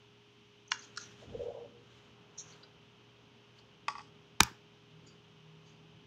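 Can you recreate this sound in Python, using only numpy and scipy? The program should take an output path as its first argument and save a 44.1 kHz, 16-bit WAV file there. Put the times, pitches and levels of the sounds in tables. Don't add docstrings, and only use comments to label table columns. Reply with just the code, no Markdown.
import sys
import numpy as np
from scipy import signal
from scipy.fft import rfft, irfft, next_fast_len
from scipy.io import wavfile

SR = 44100
rng = np.random.default_rng(int(sys.argv[2]) if len(sys.argv) > 2 else 0)


def waveform_to_disk(signal):
    frames = np.transpose(np.atleast_2d(signal))
    scaled = np.clip(frames, -1, 1) * 32767
    samples = np.round(scaled).astype(np.int16)
    wavfile.write(sys.argv[1], SR, samples)


N = 267417


def knock(resonance_depth):
    # frequency in Hz, level in dB.
    blow_colour = [(250, -22.5), (600, -21), (720, -17), (830, -6.5), (1500, -4.5), (2050, -9.5),
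                   (3300, -9.5), (7600, -13), (8500, -23.5), (11300, -25), (12200, -23), (15000, -28.5),
                   (16500, -42)]
    bounce_colour = [(300, -32.5), (700, -25.5), (950, -10), (1800, -19.5), (2600, -10.5), (4200, -15.5),
                     (5000, -2), (6300, -6.5), (7000, -13.5), (8000, -10.5), (9000, -17), (10800, -20.5),
                     (11700, -7), (12800, -10.5), (13900, -17), (15300, -8), (16700, -29.5)]
    hollow_colour = [(700, -30), (830, -5), (910, 2.5), (1020, -7), (1300, -17.5), (1700, -6.5),
                     (2100, -27)]
    # centre in Hz, width in Hz, lift in dB at full depth.
    full_resonances = [(884, 140, 5), (1003, 112, 5), (1210, 100, 5), (1570, 160, 4.5), (1691, 51, -12),
                       (1750, 100, 5.5), (1938, 70, -6), (2070, 70, -8.5), (2280, 210, 7.5),
                       (2440, 150, 9.5), (2870, 63, -0.5), (2990, 180, 4.5), (3240, 190, -4),
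                       (3720, 530, 9), (4920, 200, 5), (5200, 100, -8), (5560, 220, 7), (6050, 240, 7.5),
                       (6930, 430, 8), (8100, 300, 5.5), (9480, 450, 10), (10560, 450, 5.5),
                       (11230, 350, -6.5)]
    # start in seconds, level in dB, treble in dB.
    contacts = [(4.401, -37.5, -3), (4.402, -28.5, -16.5), (4.4044, -9.5, -1)]
    # frequency in Hz, level in dB, t60 in seconds.
    table_modes = [(74.2, -3.5, 0.1), (122, -8, 0.19), (190, 0.5, 0.071), (314, -0.5, 0.038),
                   (405, -2, 0.036)]
    # start in seconds, peak in dB, low cut in Hz.
    thumps = [(4.4051, -21.5, 25), (4.4342, -47, 25), (4.51, -47.5, 190)]
    out = from_db(-51) * stroke(4.48, rise_s=0.039, t60=0.15) * noise(hollow_colour, N)
    resonances = [(hz, width, resonance_depth * lift_db) for hz, width, lift_db in full_resonances]
    hit = high_pass(click(blow_colour, resonances), corner_hz=540)
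    hit = unit_attack(crossings(hit, lags_s=[.00017, .00029, .00043, .00067]))
    for s, db, treble_db in contacts:
        add(out, s, from_db(db) * brighten(hit, treble_db, corner_hz=2500))
    bounce = crossings(click(bounce_colour, resonances), lags_s=[.00011, .00028, .00037])
    add(out, 4.4326, from_db(-25) * unit_attack(bounce))
    for s, db, low_cut_hz in thumps:
        thump = high_pass(ring(table_modes, longest_s=0.25, scatter_db=.5), low_cut_hz)
        add(out, s, from_db(db) * thump / np.abs(thump).max())
    return out


def cup():
    # frequency in Hz, level in dB.
    rub_colour = [(1500, -23), (3400, -1.5), (4000, -10), (4900, 5), (5800, -2), (6600, -6), (7400, -17.5),
                  (8100, -7.5), (8700, -23), (9400, -35), (14000, -37)]
    # time in seconds, level in dB.
    rub_level = [(3.885, -78), (3.9, -53.5), (3.945, -65), (4.01, -65), (4.04, -68), (4.09, -80)]
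    # start in seconds, level in dB, treble in dB, crack against ring in dB.
    taps = [(3.8816, -28, 3.5, -0.5), (3.9015, -48, 6, 0), (3.952, -40, -8, -3.5), (3.965, -53, -9, -3),
            (3.981, -45.5, -5, -5), (3.992, -45, -20, -1), (4.005, -51, -4, -1)]
    out = level(rub_level) * noise(rub_colour, N) * from_db(2.3 * drift(200))
    for s, db, treble_db, crack_db in taps:
        add(out, s, from_db(db) * brighten(cup_tap(crack_db), treble_db, corner_hz=2470))
    return out


def cup_tap(crack_db):
    # frequency in Hz, level in dB, t60 in seconds.
    partials = [(850, -1, 0.059), (934, -8, .045), (1132, 1.5, 0.093), (1330, -5.5, 0.038),
                (1455, -15, 0.038), (1856, -6, 0.031), (2020, -1, 0.02), (2120, -9, 0.037), (2480, -8, .02),
                (2570, -3, 0.022), (3165, -10, .018), (3660, -10, .017), (4610, -5, .018),
                (5480, -13, .018), (6720, -12, 0.018), (8180, -24, 0.016)]
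    # frequency in Hz, level in dB.
    crack_colour = [(400, -42), (620, -15), (850, -2), (1200, 3.5), (1620, -13), (2500, -9), (2850, -16),
                    (3400, -6.5), (4050, -27), (4700, -12), (5600, -13), (7000, -30), (7600, -35),
                    (8400, -19), (9300, -44), (14000, -71)]
    rise_s, treble_loss_db_per_s = 0.0009, 2500
    t = seconds(SR // 2)
    contact = 1 - np.exp(-(t / rise_s) ** 2)
    body = unit_attack(contact * ring(partials, longest_s=0.099, scatter_db=1.0))
    dense = brighten(noise(crack_colour, len(t)), -treble_loss_db_per_s * t, corner_hz=2000)
    crack = unit_attack(contact * dense * fade(t, t60=0.034))
    return unit_attack(body + from_db(crack_db) * crack)


def slide():
    # middle in seconds, peak in dB, pitch in Hz, length in seconds.
    tones = [(1.232, -54, 587, .035), (1.343, -45, 495, 0.0096), (1.355, -32.5, 475, 0.028),
             (1.397, -37, 538, .011), (1.41, -33.5, 545, 0.0163), (1.419, -34, 534, 0.0132),
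             (1.436, -37.5, 460, 0.0167), (1.466, -30.5, 475, 0.041), (1.487, -33.5, 525, 0.015),
             (1.499, -41.5, 577, 0.035), (1.51, -43, 670, 0.017), (1.551, -37.5, 520, 0.01015),
             (1.565, -44, 564, 0.018), (1.586, -45, 477, 0.0208), (1.625, -45, 477, 0.039),
             (1.652, -48, 579, .04), (1.77, -60, 474, 0.204)]
    # centre in Hz, width in Hz, level in dB.
    body = [(379, 33, -9), (472.8, 23, 7.5), (580, 32, 1.5), (663, 75, -6), (774, 66, -10), (956, 59, -17)]
    # time in seconds, tilt in dB per octave.
    scrape_tilt = [(1.22, 7), (1.36, -3), (1.45, -3), (1.52, 6), (1.59, 6.5), (1.66, 4), (1.78, -3)]
    # time in seconds, level in dB.
    scrape_level = [(1.19, -83), (1.23, -56), (1.285, -66), (1.35, -48.5), (1.39, -50.5), (1.49, -46.5),
                    (1.525, -51.5), (1.58, -49.5), (1.66, -54.5), (1.69, -65), (1.87, -80)]
    rumble_level = [(1.2, -75), (1.252, -69), (1.28, -50), (1.414, -47.5), (1.448, -61), (1.544, -61),
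                    (1.568, -77), (1.7, -75)]
    # frequency in Hz, level in dB.
    rumble_colour = [(20, -6), (50, -13), (105, 1.5), (160, -18.5), (240, -13.5), (400, -23)]
    pitched = np.zeros(N)
    for s, db, hz, length_s in tones:
        t = seconds(int(length_s * SR))
        window = np.sin(np.pi * t / length_s) ** 2
        add(pitched, s - length_s / 2, from_db(db) * window * np.sin(2 * np.pi * hz * t))
    friction = rng.standard_normal(N) * from_db(2.7 * drift(90))
    tilt_db, pivot_hz = curve(scrape_tilt), body[1][0]
    scrape = sum(from_db(db + tilt_db * np.log2(hz / pivot_hz)) * band_pass(friction, hz, width)
                 for hz, width, db in body)
    rumble = from_db(1) * level(rumble_level) * noise(rumble_colour, N)
    return pitched + level(scrape_level) * rms_one(scrape) + rumble


def handle_clicks():
    # frequency in Hz, level in dB.
    tap_colour = [(300, -36), (650, -24), (850, -12), (1400, 0), (2000, -3.5), (2550, -7), (3400, -2.5),
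                  (3850, -15), (4200, -9), (5000, -7.5), (5600, -3.5), (6400, -11), (7200, -22),
                  (8500, -27.5), (11000, -64), (16000, -67)]
    tick_colour = [(500, -38), (1000, -23), (1300, -5), (1700, -5.5), (2250, -21), (2800, -11), (3650, -14),
                   (4100, -0.5), (5600, -2.5), (7400, -8), (8500, -24), (9300, -42), (15500, -50)]
    # centre in Hz, width in Hz, lift in dB.
    tap_resonances = [(917, 71, 8), (1045, 100, 12.5), (1145, 82, -9), (1520, 120, 5.5), (1600, 45, -6),
                      (1690, 100, 7), (2150, 110, 5.5), (2380, 98, 6.5), (2530, 110, -10),
                      (2840, 170, 11.5), (3130, 150, -7), (3470, 210, 5.5), (3800, 140, -12),
                      (4230, 210, 8), (4460, 120, -12), (5200, 120, -2), (5620, 300, 2.5), (6800, 200, 1)]
    tick_resonances = [(1240, 130, 9.5), (1420, 130, 12), (1700, 120, 7), (4040, 240, 6), (4560, 200, 5),
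                       (5000, 250, -3), (5360, 220, 9), (5700, 190, 11), (6150, 300, -13), (8200, 400, 9)]
    lags_s = [.00021, .00039, .00059]
    # start in seconds, level in dB.
    taps = [(0.7159, -38), (0.718, -23), (0.744, -49), (0.7538, -60)]
    # start in seconds, level in dB, treble in dB.
    ticks = [(0.962, -52, -2), (0.9729, -37.5, 3), (0.9754, -34.5, -15), (0.979, -41.5, -3),
             (0.999, -56, 6), (1.0112, -55, 5)]
    out = np.zeros(N)
    tap = unit_attack(crossings(click(tap_colour, tap_resonances), lags_s))
    for s, db in taps:
        add(out, s, from_db(db) * tap)
    tick = crossings(click(tick_colour, tick_resonances), lags_s)
    for s, db, treble_db in ticks:
        add(out, s, from_db(db) * unit_attack(brighten(tick, treble_db, corner_hz=1500)))
    return out


def light_friction():
    # time of the peak in seconds, level in dB, rise in seconds.
    strokes = [(0.718, -45.5, .012), (0.855, -61.5, 0.099), (1.02, -53.5, 0.063), (5.7, -72, 0.054)]
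    # frequency in Hz, level in dB.
    colour = [(1000, -30), (1600, -17), (2200, -22), (3500, -18), (4100, 0), (4700, -10), (5150, -8),
              (5900, -0.5), (6500, 4.5), (7600, -18), (9000, -44), (14000, -55)]
    envelope = sum(from_db(db) * stroke(s, rise_s, t60=0.18) for s, db, rise_s in strokes)
    return envelope * noise(colour, N) * from_db(2.4 * drift(250))


def squeaks():
    # start in seconds, level in dB, pitch in Hz, width in Hz, t60 in seconds.
    rubs = [(0.676, -54.5, 6200, 450, 0.059), (0.791, -46.5, 6220, 400, 0.046), (0.82, -55, 4670, 350, .09),
            (1.009, -53, 5840, 300, 0.28), (2.522, -58.5, 4480, 450, 0.11),
            (2.628, -45.5, 3970, 150, 0.052), (2.632, -57, 1470, 120, 0.06),
            (2.633, -52.5, 4780, 320, 0.055), (3.586, -59.5, 4500, 650, .08), (3.902, -46, 5000, 900, .025),
            (3.972, -55, 4500, 600, 0.022), (3.9805, -43, 4780, 600, .018), (5.068, -60, 4700, 300, 0.22),
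            (5.07, -66, 5570, 700, .14), (5.064, -61, 6810, 500, 0.16), (5.66, -71, 4690, 250, .4)]
    out, t = np.zeros(N), seconds(SR // 4)
    attack = 1 - np.exp(-t / 0.0015)
    for s, db, hz, width, t60 in rubs:
        friction = rms_one(band_pass(rng.standard_normal(len(t)), hz, width))
        add(out, s, from_db(db) * attack * fade(t, t60) * friction)
    return out


def swish():
    # time in seconds, level in dB.
    envelope = [(2.368, -92), (2.381, -43.5), (2.41, -46), (2.44, -65), (2.52, -64.5), (2.56, -92)]
    # frequency in Hz, level in dB.
    colour = [(2500, -44), (3600, -11.5), (4300, -9), (4950, -36), (5600, 4), (6300, 6.5), (7100, -3),
              (8000, -36), (9200, -27), (10500, -55), (15000, -60)]
    return level(envelope) * noise(colour, N) * from_db(2.0 * drift(300))


def arm():
    # middle in seconds, level in dB, length in seconds.
    rustles = [(0.844, -63.5, 0.21), (1.038, -61.5, 0.36), (1.225, -69, 0.12), (1.343, -67.5, 1),
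               (1.432, -69.5, 0.097), (1.97, -68.5, 0.52), (2.495, -64, 0.46), (3.584, -66, 0.084),
               (5.1, -75, .35), (5.715, -76, 0.24)]
    # frequency in Hz, level in dB.
    rustle_colour = [(600, -7), (1400, 6.5), (2200, 2.5), (3200, 8.5), (4600, -2.5), (5400, -1.5),
                     (6800, -3), (8200, -18), (12000, -28.5), (15000, -25)]
    brushing_colour = [(300, -20.5), (400, -6.5), (480, 1.5), (600, -4.5), (750, -5.5), (900, -3.5),
                       (1300, -6.5), (2200, -16.5), (3500, -35.5)]
    # time in seconds, level in dB.
    brushing_level = [(0.64, -78), (.8, -70.5), (1.9, -71), (2.52, -66.5), (2.9, -72.5), (4.2, -71),
                      (4.7, -74), (6.06, -71.5)]
    movement = sum(from_db(db) * swell(s, length_s) for s, db, length_s in rustles)
    rustle = movement * noise(rustle_colour, N) * from_db(1.0 * drift(80))
    return rustle + level(brushing_level) * noise(brushing_colour, N)


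def room(x):
    # frequency in Hz, level in dB.
    dark = [(80, -4.5), (300, -3.5), (600, -0.5), (1000, -3), (1600, -1), (2400, -5.5), (3500, -8),
            (6000, -28), (16000, -59)]
    bright = [(1500, -30), (3200, -4), (5000, 7), (7000, 1), (9000, -2), (16000, -4.5)]
    t = seconds(SR // 2)
    build_up = 1 - np.exp(-(t / 0.0056) ** 2)
    response = 0
    for colour, t60, db in [(dark, 0.28, -21), (bright, 0.27, -23)]:
        tail = noise(colour, len(t)) * fade(t, t60) * build_up
        response = response + from_db(db) * tail / np.sqrt(np.sum(tail ** 2))
    return signal.fftconvolve(x, response)[:N]


def hum():
    # frequency in Hz, base level in dB.
    tones = [(118.4, -69.5), (411.5, -69), (2552, -83), (2875, -86.5), (3020, -83), (3165, -83.5)]
    # time in seconds, gain in dB.
    gain = [(0, 1), (.55, -2), (1.0, 5), (1.8, 1), (3.2, -1), (4.3, 0.5), (6.06, 1)]
    chord = sum(from_db(db) * tone(hz, wander_hz=0.55, waver_db=-0.7) for hz, db in tones)
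    return from_db(curve(gain)) * chord


def room_tone():
    # time in seconds, level in dB.
    rumble_level = [(0, -68.5), (.6, -69), (.75, -65.5), (1.1, -63), (2.0, -65), (3.6, -67.5), (4.0, -64.5),
                    (4.87, -67.5), (5.06, -62), (5.25, -68.5), (6.06, -64)]
    drone_level = [(0, -89), (2.0, -83), (2.5, -66), (3.0, -79.5), (4.0, -69), (4.87, -69), (4.97, -60),
                   (5.25, -69.5), (5.45, -62.5), (5.8, -61.5), (6.06, -65.5)]
    # frequency in Hz, level in dB.
    rumble_colour = [(15, -35.5), (30, -26.5), (55, -8.5), (85, -1.5), (125, -0.5), (230, 1.5), (350, -5),
                     (480, -12), (600, -29.5)]
    hiss_colour = [(300, -22), (450, -23), (560, -23.5), (720, -23.5), (900, -19.5), (1900, -25),
                   (3000, -15.5), (4400, -29), (6200, -31), (7500, -45.5), (10000, -53.5), (13000, -53.5),
                   (14500, -61), (17000, -66)]
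    rumble = level(rumble_level) * noise(rumble_colour, N)
    drone = level(drone_level) * tone(hz=157.7, wander_hz=1.8, waver_db=2.0)
    hiss = from_db(-66) * noise(hiss_colour, N)
    return rumble + drone + hiss


def click(spectrum, resonances):
    size = SR // 5
    hz = np.maximum(np.fft.rfftfreq(size, 1 / SR), 1)
    points_hz, points_db = np.transpose(spectrum)
    colour_db = np.interp(np.log(hz), np.log(points_hz), points_db)
    resonance_db = sum(db / (1 + (2 * (hz - centre) / width) ** 2) for centre, width, db in resonances)
    cepstrum = irfft(np.log(from_db(colour_db + resonance_db)))
    return irfft(np.exp(rfft(2 * cepstrum[:size // 2], size)))


def crossings(x, lags_s, reflected_share=.5):
    for lag_s in lags_s:
        loop = np.r_[1, np.zeros(int(lag_s * SR)), -reflected_share]
        x = signal.lfilter(loop[::-1], loop, x)
    return x


def ring(modes, longest_s, scatter_db):
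    t = seconds(SR // 2)
    out = 0
    for k, (hz, db, t60) in enumerate(modes):
        strength = (-1) ** k * from_db(db + scatter_db * rng.standard_normal())
        out = out + strength * fade(t, min(t60, longest_s)) * np.sin(2 * np.pi * hz * t)
    return out


def tone(hz, wander_hz, waver_db):
    phase = 2 * np.pi * np.cumsum(hz + wander_hz * drift(8.7)) / SR
    return rms_one(np.sin(phase) * from_db(waver_db * drift(4.9)))


def noise(spectrum, size):
    hz, db = np.transpose(spectrum)
    length = next_fast_len(size)
    bins = np.maximum(np.fft.rfftfreq(length, 1 / SR), 1)
    colour = from_db(np.interp(np.log(bins), np.log(hz), db, left=-120, right=-120))
    return rms_one(irfft(rfft(rng.standard_normal(length)) * colour, length)[:size])


def drift(rate_hz):
    knots = rng.standard_normal(int(N / SR * rate_hz) + 2)
    return rms_one(np.interp(seconds(N) * rate_hz, np.arange(len(knots)), knots))


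def brighten(x, treble_db, corner_hz):
    low = signal.sosfilt(signal.butter(1, corner_hz, fs=SR, output="sos"), x)
    return low + from_db(treble_db) * (x - low)


def high_pass(x, corner_hz):
    return signal.sosfilt(signal.butter(4, corner_hz, "high", fs=SR, output="sos"), x)


def band_pass(x, hz, width_hz):
    edges = [hz - width_hz / 2, hz + width_hz / 2]
    return signal.sosfilt(signal.butter(2, edges, "band", fs=SR, output="sos"), x)


def curve(points):
    return np.interp(seconds(N), *np.transpose(points))


def level(points):
    s, db = np.transpose(points)
    return from_db(np.interp(seconds(N), s, db, left=-140, right=-140))


def swell(s, length_s):
    return np.cos(np.pi * np.clip((seconds(N) - s) / length_s, -.5, .5)) ** 2


def stroke(s, rise_s, t60):
    t = seconds(N) - s
    return np.sin(np.pi / 2 * np.clip(1 + t / rise_s, 0, 1)) * fade(np.maximum(t, 0), t60)


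def fade(t, t60):
    return np.exp(-np.log(1000) * t / t60)


def unit_attack(x):
    return x / np.sqrt(np.mean(x[:int(.003 * SR)] ** 2))


def rms_one(x):
    return x / np.sqrt(np.mean(x ** 2) + 1e-20)


def from_db(db):
    return 10 ** (np.asarray(db) / 20)


def seconds(size):
    return np.arange(size) / SR


def add(out, s, sound):
    start = int(round(s * SR))
    out[start:start + len(sound)] += sound[:len(out) - start]


def scene():
    table = handle_clicks() + light_friction() + cup() + squeaks() + slide() + swish() + arm()
    echoes = room(table + from_db(-5) * knock(resonance_depth=.5))
    direct = table + knock(resonance_depth=0.98)
    return (direct + echoes + hum() + room_tone())[None, :]


def record(dry):
    low_cut_hz, high_cut_hz, headroom = 42, 16700, .85
    thinned = signal.sosfilt(signal.butter(2, low_cut_hz, "high", fs=SR, output="sos"), dry)
    rounded = headroom * np.tanh(thinned / headroom)
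    return signal.sosfilt(signal.ellip(10, .1, 80, high_cut_hz, fs=SR, output="sos"), rounded)


dry = scene()
out = record(dry)
waveform_to_disk(out)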